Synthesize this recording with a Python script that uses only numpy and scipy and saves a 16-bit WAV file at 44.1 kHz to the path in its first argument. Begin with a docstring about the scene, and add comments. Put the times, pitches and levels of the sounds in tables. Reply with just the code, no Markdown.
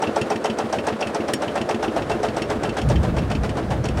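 """In a grassy yard, a one-cylinder two-stroke tractor rolls slowly past over the rumble of its gears.
It fires about seven times a second: the fuel goes in with a tick, the bang makes the engine block
ring, the exhaust puffs and the piston gives a soft knock. Loose iron parts clank along, and the
sheds add a short echo. Late on, a gust of wind buffets the microphone."""
import sys
import numpy as np
from scipy import signal
from scipy.fft import rfft, irfft, next_fast_len
from scipy.io import wavfile
from scipy.ndimage import map_coordinates

SR = 44100
rng = np.random.default_rng(int(sys.argv[2]) if len(sys.argv) > 2 else 0)


def pcm_store(signal):
    """Save signal as 16-bit PCM."""
    levels = np.round(np.clip(np.atleast_2d(signal), -1, 1) * 32767)
    wavfile.write(sys.argv[1], SR, levels.astype(np.int16).T)


N = 176400  # 4 seconds

# Engine firings. Each row: start in seconds, relative knock level in dB, relative tick level in dB.
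FIRINGS = [(0.0191, -21, -36.5), (0.159, -21, -36), (0.3, -20, -35.5), (0.441, -20, -37), (0.584, -22, -35),
           (0.7254, -21.5, -36), (0.867, -20.5, -35), (1.0073, -21.5, -34.5), (1.1451, -22, -36.5),
           (1.281, -21.5, -39), (1.4183, -21, -41.5), (1.553, -20, -42), (1.689, -19.5, -38),
           (1.8249, -19.5, -40), (1.9602, -20.5, -42), (2.096, -20.5, -39), (2.2305, -19.5, -37.5),
           (2.3644, -21, -40.5), (2.4988, -20, -37.5), (2.6321, -21.5, -36.5), (2.7661, -20, -43),
           (2.8976, -20, -39), (3.03, -23, -45), (3.1645, -23, -45.0), (3.2989, -23, -48),
           (3.433, -21.5, -46.5), (3.5686, -23, -49), (3.7033, -21, -47), (3.8394, -25, -42),
           (3.9709, -22.5, -44.5)]
# Hits on loose iron. Each row: start in seconds, level in dB, brightness in dB, favoured pitch in Hz.
CLANKS = [(0.035, -29, -14, 1900), (0.07, -32.5, -4, 2700), (0.213, -29, 5.5, 2700), (0.318, -34, -4, 2550),
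          (0.358, -32.5, 1, 1900), (0.456, -30, 3.5, 3140), (0.498, -32, 1.5, 3150), (0.602, -39, -2, 2700),
          (0.74, -34, -5, 1900), (0.785, -29, -6, 1880), (0.883, -32, 2, 2700), (0.924, -33, -7, 1890),
          (1.025, -26, -12, 2710), (1.07, -34.5, 5.5, 2650), (1.205, -40, -1, 2550),
          (1.335, -27.5, 13, 5500), (1.479, -34, -1, 3150), (1.576, -34.5, 3, 2700), (1.613, -32, 3, 2930),
          (1.709, -33.5, 4, 1900), (1.744, -34.5, 2, 1900), (1.842, -34, -17, 2550),
          (1.879, -31.5, -14, 1900), (1.986, -39, -9, 2700), (2.02, -34, -1.5, 1900),
          (2.115, -31, 0.5, 2660), (2.248, -38, -2, 3100), (2.284, -32.5, -1, 4450), (2.419, -29, 4, 2800),
          (2.652, -33, -16, 3000), (2.692, -32.5, 1.5, 2720), (2.784, -33.5, 3.5, 3100),
          (2.815, -34, 4, 3100), (2.887, -39, 10.5, 1900), (2.957, -29.5, -6, 1900), (3.184, -32, -2, 4400),
          (3.314, -31, 1.5, 4400), (3.35, -33, 0.5, 4400), (3.492, -35, 4.5, 4400),
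          (3.854, -34.5, 6.5, 4370), (3.885, -36.5, 7.5, 4430)]
# The tones a struck part rings with. Each row: pitch in Hz, level in dB, seconds to fade by 60 dB.
BLOCK_TONES = [(348.5, -19, 0.14), (429, -7, 0.17), (584.6, -2, 0.074), (655.4, 1, 0.095),
               (784, 1.5, 0.091), (840, -2, 0.051), (874.4, -2, 0.059), (1032, -15, 0.14), (1357, -14, 0.2),
               (1595, -21, 0.063)]
IRON_TONES = [(1862, -5, .11), (2200, -8, .1), (2315, -11, .1), (2571, -2, .09), (2715, -.5, .07),
              (3000, -4, .085), (3100, -3, .08), (3268, -7, .08), (3577, -11, .1), (4370, -12, .07),
              (4716, -14, .1), (5510, -9, .08), (6745, -14, .08), (8050, -15, .06), (8950, -15, .06)]
SILENCER_TONES = [(125, -11, 0.04), (212, 0, 0.034), (300, -4, 0.055)]
# The colour of each noise, from bass to treble. Each row: frequency in Hz, relative level in dB.
WIND_COLOUR = [(15, -27), (33, -6), (46, -8.5), (62, 2), (85, -5), (130, -2), (200, -9.5), (300, -18.5),
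               (600, -41), (2000, -68)]
GEAR_COLOUR = [(20, -50), (42, -41), (56, -29), (75, -3.5), (100, -13.5), (180, -5.5), (340, 2.5),
               (400, -7.5), (470, 2), (555, 1), (680, -2), (900, -9.5), (1500, -12.5), (2300, -22),
               (4000, -28), (6500, -34.5), (9200, -37), (12000, -47.5), (16000, -58)]
GEARBOX_COLOUR = [(200, -30), (390, 0.5), (412, -2), (426, 9.5), (440, 1.5), (462, -25), (900, -59)]
CRACK_COLOUR = [(700, -21), (1900, 4.5), (3000, 8), (3800, -3.5), (5000, -2), (9000, -16), (11000, -22),
                (16000, -68)]
TICK_COLOUR = [(800, -44), (2000, -1), (3600, -12), (4800, -3), (5700, 4.5), (6400, -4.5), (7100, -14),
               (7800, -3.5), (9200, -10.5), (10200, -30), (12500, -30), (16000, -36)]
PUFF_COLOUR = [(30, -45), (55, -25), (85, -7.5), (160, -19), (240, 10.5), (450, -7.5), (800, -1),
               (1500, -12), (3000, -13.5), (9000, -40)]
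SHUDDER_COLOUR = [(30, -40), (70, -45), (150, -5), (300, -2.5), (450, -5), (700, 4.5), (900, -3),
                  (1050, -6), (1600, -8), (2200, -14.5), (3200, -17.5), (5000, -24), (9000, -31),
                  (12000, -42), (16000, -50)]
# How the background sounds rise and fall. Each row: time in seconds, level in dB.
WIND_LEVEL = [(0, -72), (1.3, -66), (1.6, -45), (1.9, -39), (2.1, -32.5), (2.4, -40), (2.62, -27),
              (2.77, -39), (2.85, -21), (2.96, -17.5), (3.1, -19), (3.26, -22), (3.44, -20.5),
              (3.59, -28.5), (3.72, -21), (3.85, -26), (4, -21)]
GEAR_LEVEL = [(0, -28.5), (.9, -28.5), (1.4, -28.5), (2.4, -28), (2.8, -30), (3.2, -30.5), (4, -31)]
GEARBOX_LEVEL = [(0, -36.5), (1, -36.5), (2.5, -33), (3.1, -40), (4, -45)]
# How long the yard echoes. Each row: frequency in Hz, seconds to fade by 60 dB.
YARD_FADE = [(100, 0.067), (500, 0.17), (3000, 0.13), (12000, 0.032)]
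# The extra treble of a hard hit. Each row: frequency in Hz, dB gained for each dB of brightness.
HARD_HIT_BOOST = [(1800, 0.48), (2550, 0), (2750, 0), (3100, 0.15), (4000, .5), (5500, 0.61), (9000, 1.59),
                  (12000, 1.8), (15000, 4)]
# The silencer's thud and its two echoes. Each row: delay in seconds, relative level in dB.
THUD_ECHOES = [(0, 0), (.0082, -3.3), (.0225, -14)]

FIRING_TIMES = np.array(FIRINGS)[:, 0]
TURN_SECONDS = np.gradient(FIRING_TIMES)  # how long each turn of the engine takes
TIME, HIT_TIME = np.arange(N) / SR, np.arange(SR // 4) / SR  # seconds into the scene, and into one hit


def amp(db):
    """Turn decibels into a number to multiply by."""
    return 10 ** (np.asarray(db) / 20)


def unit(x):
    """Scale a signal to an average (rms) strength of 1."""
    return x / np.sqrt(np.mean(x ** 2) + 1e-20)


def along(points, hz):
    """Read between the rows of a frequency table, on a log scale."""
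    freqs, values = np.transpose(points)
    return np.interp(np.log(hz + 1), np.log(freqs + 1), values)


def curve(rows):
    """Join the rows of a time table with straight lines."""
    return np.interp(TIME, *np.transpose(rows))


def wobble(rate):
    """A smooth curve through `rate` random points a second."""
    return map_coordinates(rng.standard_normal(4000), [TIME * rate], mode="wrap")


def filtered(x, response):
    """Multiply each frequency in x by response(hz)."""
    size = next_fast_len(len(x) + SR // 4)
    return irfft(rfft(x, size) * response(np.fft.rfftfreq(size, 1 / SR)), size)[:len(x)]


def noise(colour, size):
    """Noise of the given colour, with a strength of 1."""
    return unit(filtered(rng.standard_normal(size), lambda hz: amp(along(colour, hz))))


def burst(colour, rise_s, hold_s, fade_s):
    """A short noise that rises, holds, then drops 60 dB in fade_s."""
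    shape = (1 - np.exp(-HIT_TIME / rise_s)) * amp(-60 * np.maximum(HIT_TIME - hold_s, 0) / fade_s)
    return shape * noise(colour, len(shape))


def ring(tones, rise_s, scatter_db, detune, phase_spread):
    """A struck part rings with fading tones; their level, pitch and phase vary from hit to hit."""
    hz, db, fade_s = np.transpose(tones)[:, :, None]
    level, pitch, phase = rng.standard_normal((3, len(tones), 1))
    fades = amp(db + scatter_db * level - 60 * HIT_TIME / fade_s)
    waves = np.sin(2 * np.pi * hz * (1 + detune * pitch) * HIT_TIME + phase_spread * phase)
    return (fades * waves).sum(0) * (1 - np.exp(-HIT_TIME / rise_s))


def add(track, start, sound):
    """Mix a sound into the track at `start` seconds."""
    i = int(np.clip(round(start * SR), 0, N))
    track[i:i + len(sound)] += sound[:N - i]


def yard_echo(x):
    """Sound scatters off the tractor's body and nearby sheds, leaving a short tail."""
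    hz, t, spectrum = signal.stft(rng.standard_normal(SR // 3), SR, nperseg=256)
    fades = amp(-60 * t / along(YARD_FADE, hz)[:, None])
    tail = signal.istft(spectrum * fades, SR, nperseg=256)[1]
    delayed = np.pad(tail, (SR // 125, 0))  # 8 ms late
    return signal.fftconvolve(x, delayed / np.linalg.norm(tail))[:N]


def wind():
    """Wind hits the microphone with a low, lumpy rumble."""
    return amp(curve(WIND_LEVEL) + wobble(22.1)) * noise(WIND_COLOUR, N)


def gears():
    """The gears rumble, swelling a little each time the piston squeezes the air; the gearbox drones."""
    turns = np.interp(TIME, FIRING_TIMES, np.arange(len(FIRINGS)))
    swell_db = 0.78 * np.cos(2 * np.pi * (turns - .05))
    flutter_db = 1.2 * wobble(60)
    rumble = amp(curve(GEAR_LEVEL) + swell_db + flutter_db) * noise(GEAR_COLOUR, N)
    drone = amp(curve(GEARBOX_LEVEL)) * noise(GEARBOX_COLOUR, N)
    return rumble + drone


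def piston_slap(turn_share=.71):
    """Late in each turn the piston rocks over and gives the block a soft, short knock."""
    out = np.zeros(N)
    damping = amp(-60 * HIT_TIME / .07)
    for start, turn_s in zip(FIRING_TIMES, TURN_SECONDS):
        jitter_s, jitter_db = rng.normal(0, [.005, 2.5])
        knock = damping * ring(BLOCK_TONES, rise_s=.002, scatter_db=2, detune=.01, phase_spread=.5)
        add(out, start + turn_share * turn_s + jitter_s, amp(-33 + jitter_db - 1.5 * start) * knock)
    return out


def iron_clanks(favour_db=7, favour_octaves=.1):
    """Loose iron clanks as the crank speeds up and slows; hard hits snap brighter and shorter."""
    out = np.zeros(N)
    for start, db, bright_db, favoured_hz in CLANKS:
        fade_s = 0.042 * amp(-.35 * max(bright_db, 0))
        crack = burst(CRACK_COLOUR, rise_s=.001, hold_s=.004, fade_s=fade_s)
        # The spot that is struck brings out the tones near one pitch.
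        tones = np.array(IRON_TONES, float)
        octaves_away = np.log2(tones[:, 0] / favoured_hz)
        tones[:, 1] += favour_db * np.exp(-(octaves_away / favour_octaves) ** 2)
        ping = ring(tones, rise_s=.0009, scatter_db=1.8, detune=.0021, phase_spread=2.5)
        clank = amp(-1 + 0.074 * bright_db) * crack + amp(-3.5 - 0.03 * bright_db) * ping
        clank = filtered(clank, lambda hz: amp(bright_db * along(HARD_HIT_BOOST, hz)))
        add(out, start, amp(db) * clank)
    return out


def fuel_ticks(tint_db=2.5, grit_db=2.5):
    """Fuel squirts in at each firing with a sharp, gritty tick, never quite the same colour."""
    out = np.zeros(N)
    for start, _, db in FIRINGS:
        colour = [(hz, level + tint_db * rng.standard_normal()) for hz, level in TICK_COLOUR]
        add(out, start, amp(db + 3.5) * burst(colour, rise_s=.00085, hold_s=.0058, fade_s=.035))
    return out * unit(amp(grit_db * wobble(700)))


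def exhaust(turn_share=.404):
    """Partway through each turn the exhaust opens, and a dull puff of gas makes the silencer thud."""
    out = np.zeros(N)
    for start, turn_s in zip(FIRING_TIMES, TURN_SECONDS):
        opens = start + turn_share * turn_s
        db = -19 - 0.72 * start  # quieter as the tractor moves on
        add(out, opens, amp(db - 14.5) * burst(PUFF_COLOUR, rise_s=.0012, hold_s=.02, fade_s=.09))
        thud = ring(SILENCER_TONES, rise_s=.0045, scatter_db=1.2, detune=.03, phase_spread=.1)
        for delay, echo_db in THUD_ECHOES:
            add(out, opens + delay, amp(db + 12 + echo_db) * thud)
    return out


def firing_knocks(lag_s=.0053, bounce_s=.0069, dulling_db_per_s=3):
    """Burning fuel makes the pressure jump, which rings the block and shakes the tractor's body."""
    out = np.zeros(N)
    for start, db, _ in FIRINGS:
        # The higher tones weaken as the tractor turns side-on.
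        tones = [(hz, level - dulling_db_per_s * start * min(hz / 900, 1) ** 3, fade_s)
                 for hz, level, fade_s in BLOCK_TONES]
        knock = ring(tones, rise_s=.0012, scatter_db=1.3, detune=.004, phase_spread=.18)
        knock *= amp(db + 3.5 - 0.6 * start)  # quieter as the tractor moves on
        add(out, start + lag_s, knock)
        add(out, start + lag_s + bounce_s, amp(-5.5) * knock)  # the bounce off the ground
        shudder = burst(SHUDDER_COLOUR, rise_s=.0015, hold_s=.021, fade_s=.13)
        add(out, start, amp(db - 4) * shudder)
    return out


def scene():
    """Mix the engine, its echo, the gears and the wind into one channel."""
    engine = fuel_ticks() + firing_knocks() + exhaust() + piston_slap() + iron_clanks()
    return (engine + amp(-15) * yard_echo(engine) + gears() + wind())[None]


def record(dry, low_hz=34.5, top_hz=15830):
    """Soften the deepest bass and cut off the highest treble."""
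    band = lambda hz: (hz < top_hz) * hz ** 3 / (hz ** 3 + low_hz ** 3)
    return np.array([filtered(x, band) for x in dry])


dry = scene()
out = record(dry)
pcm_store(out)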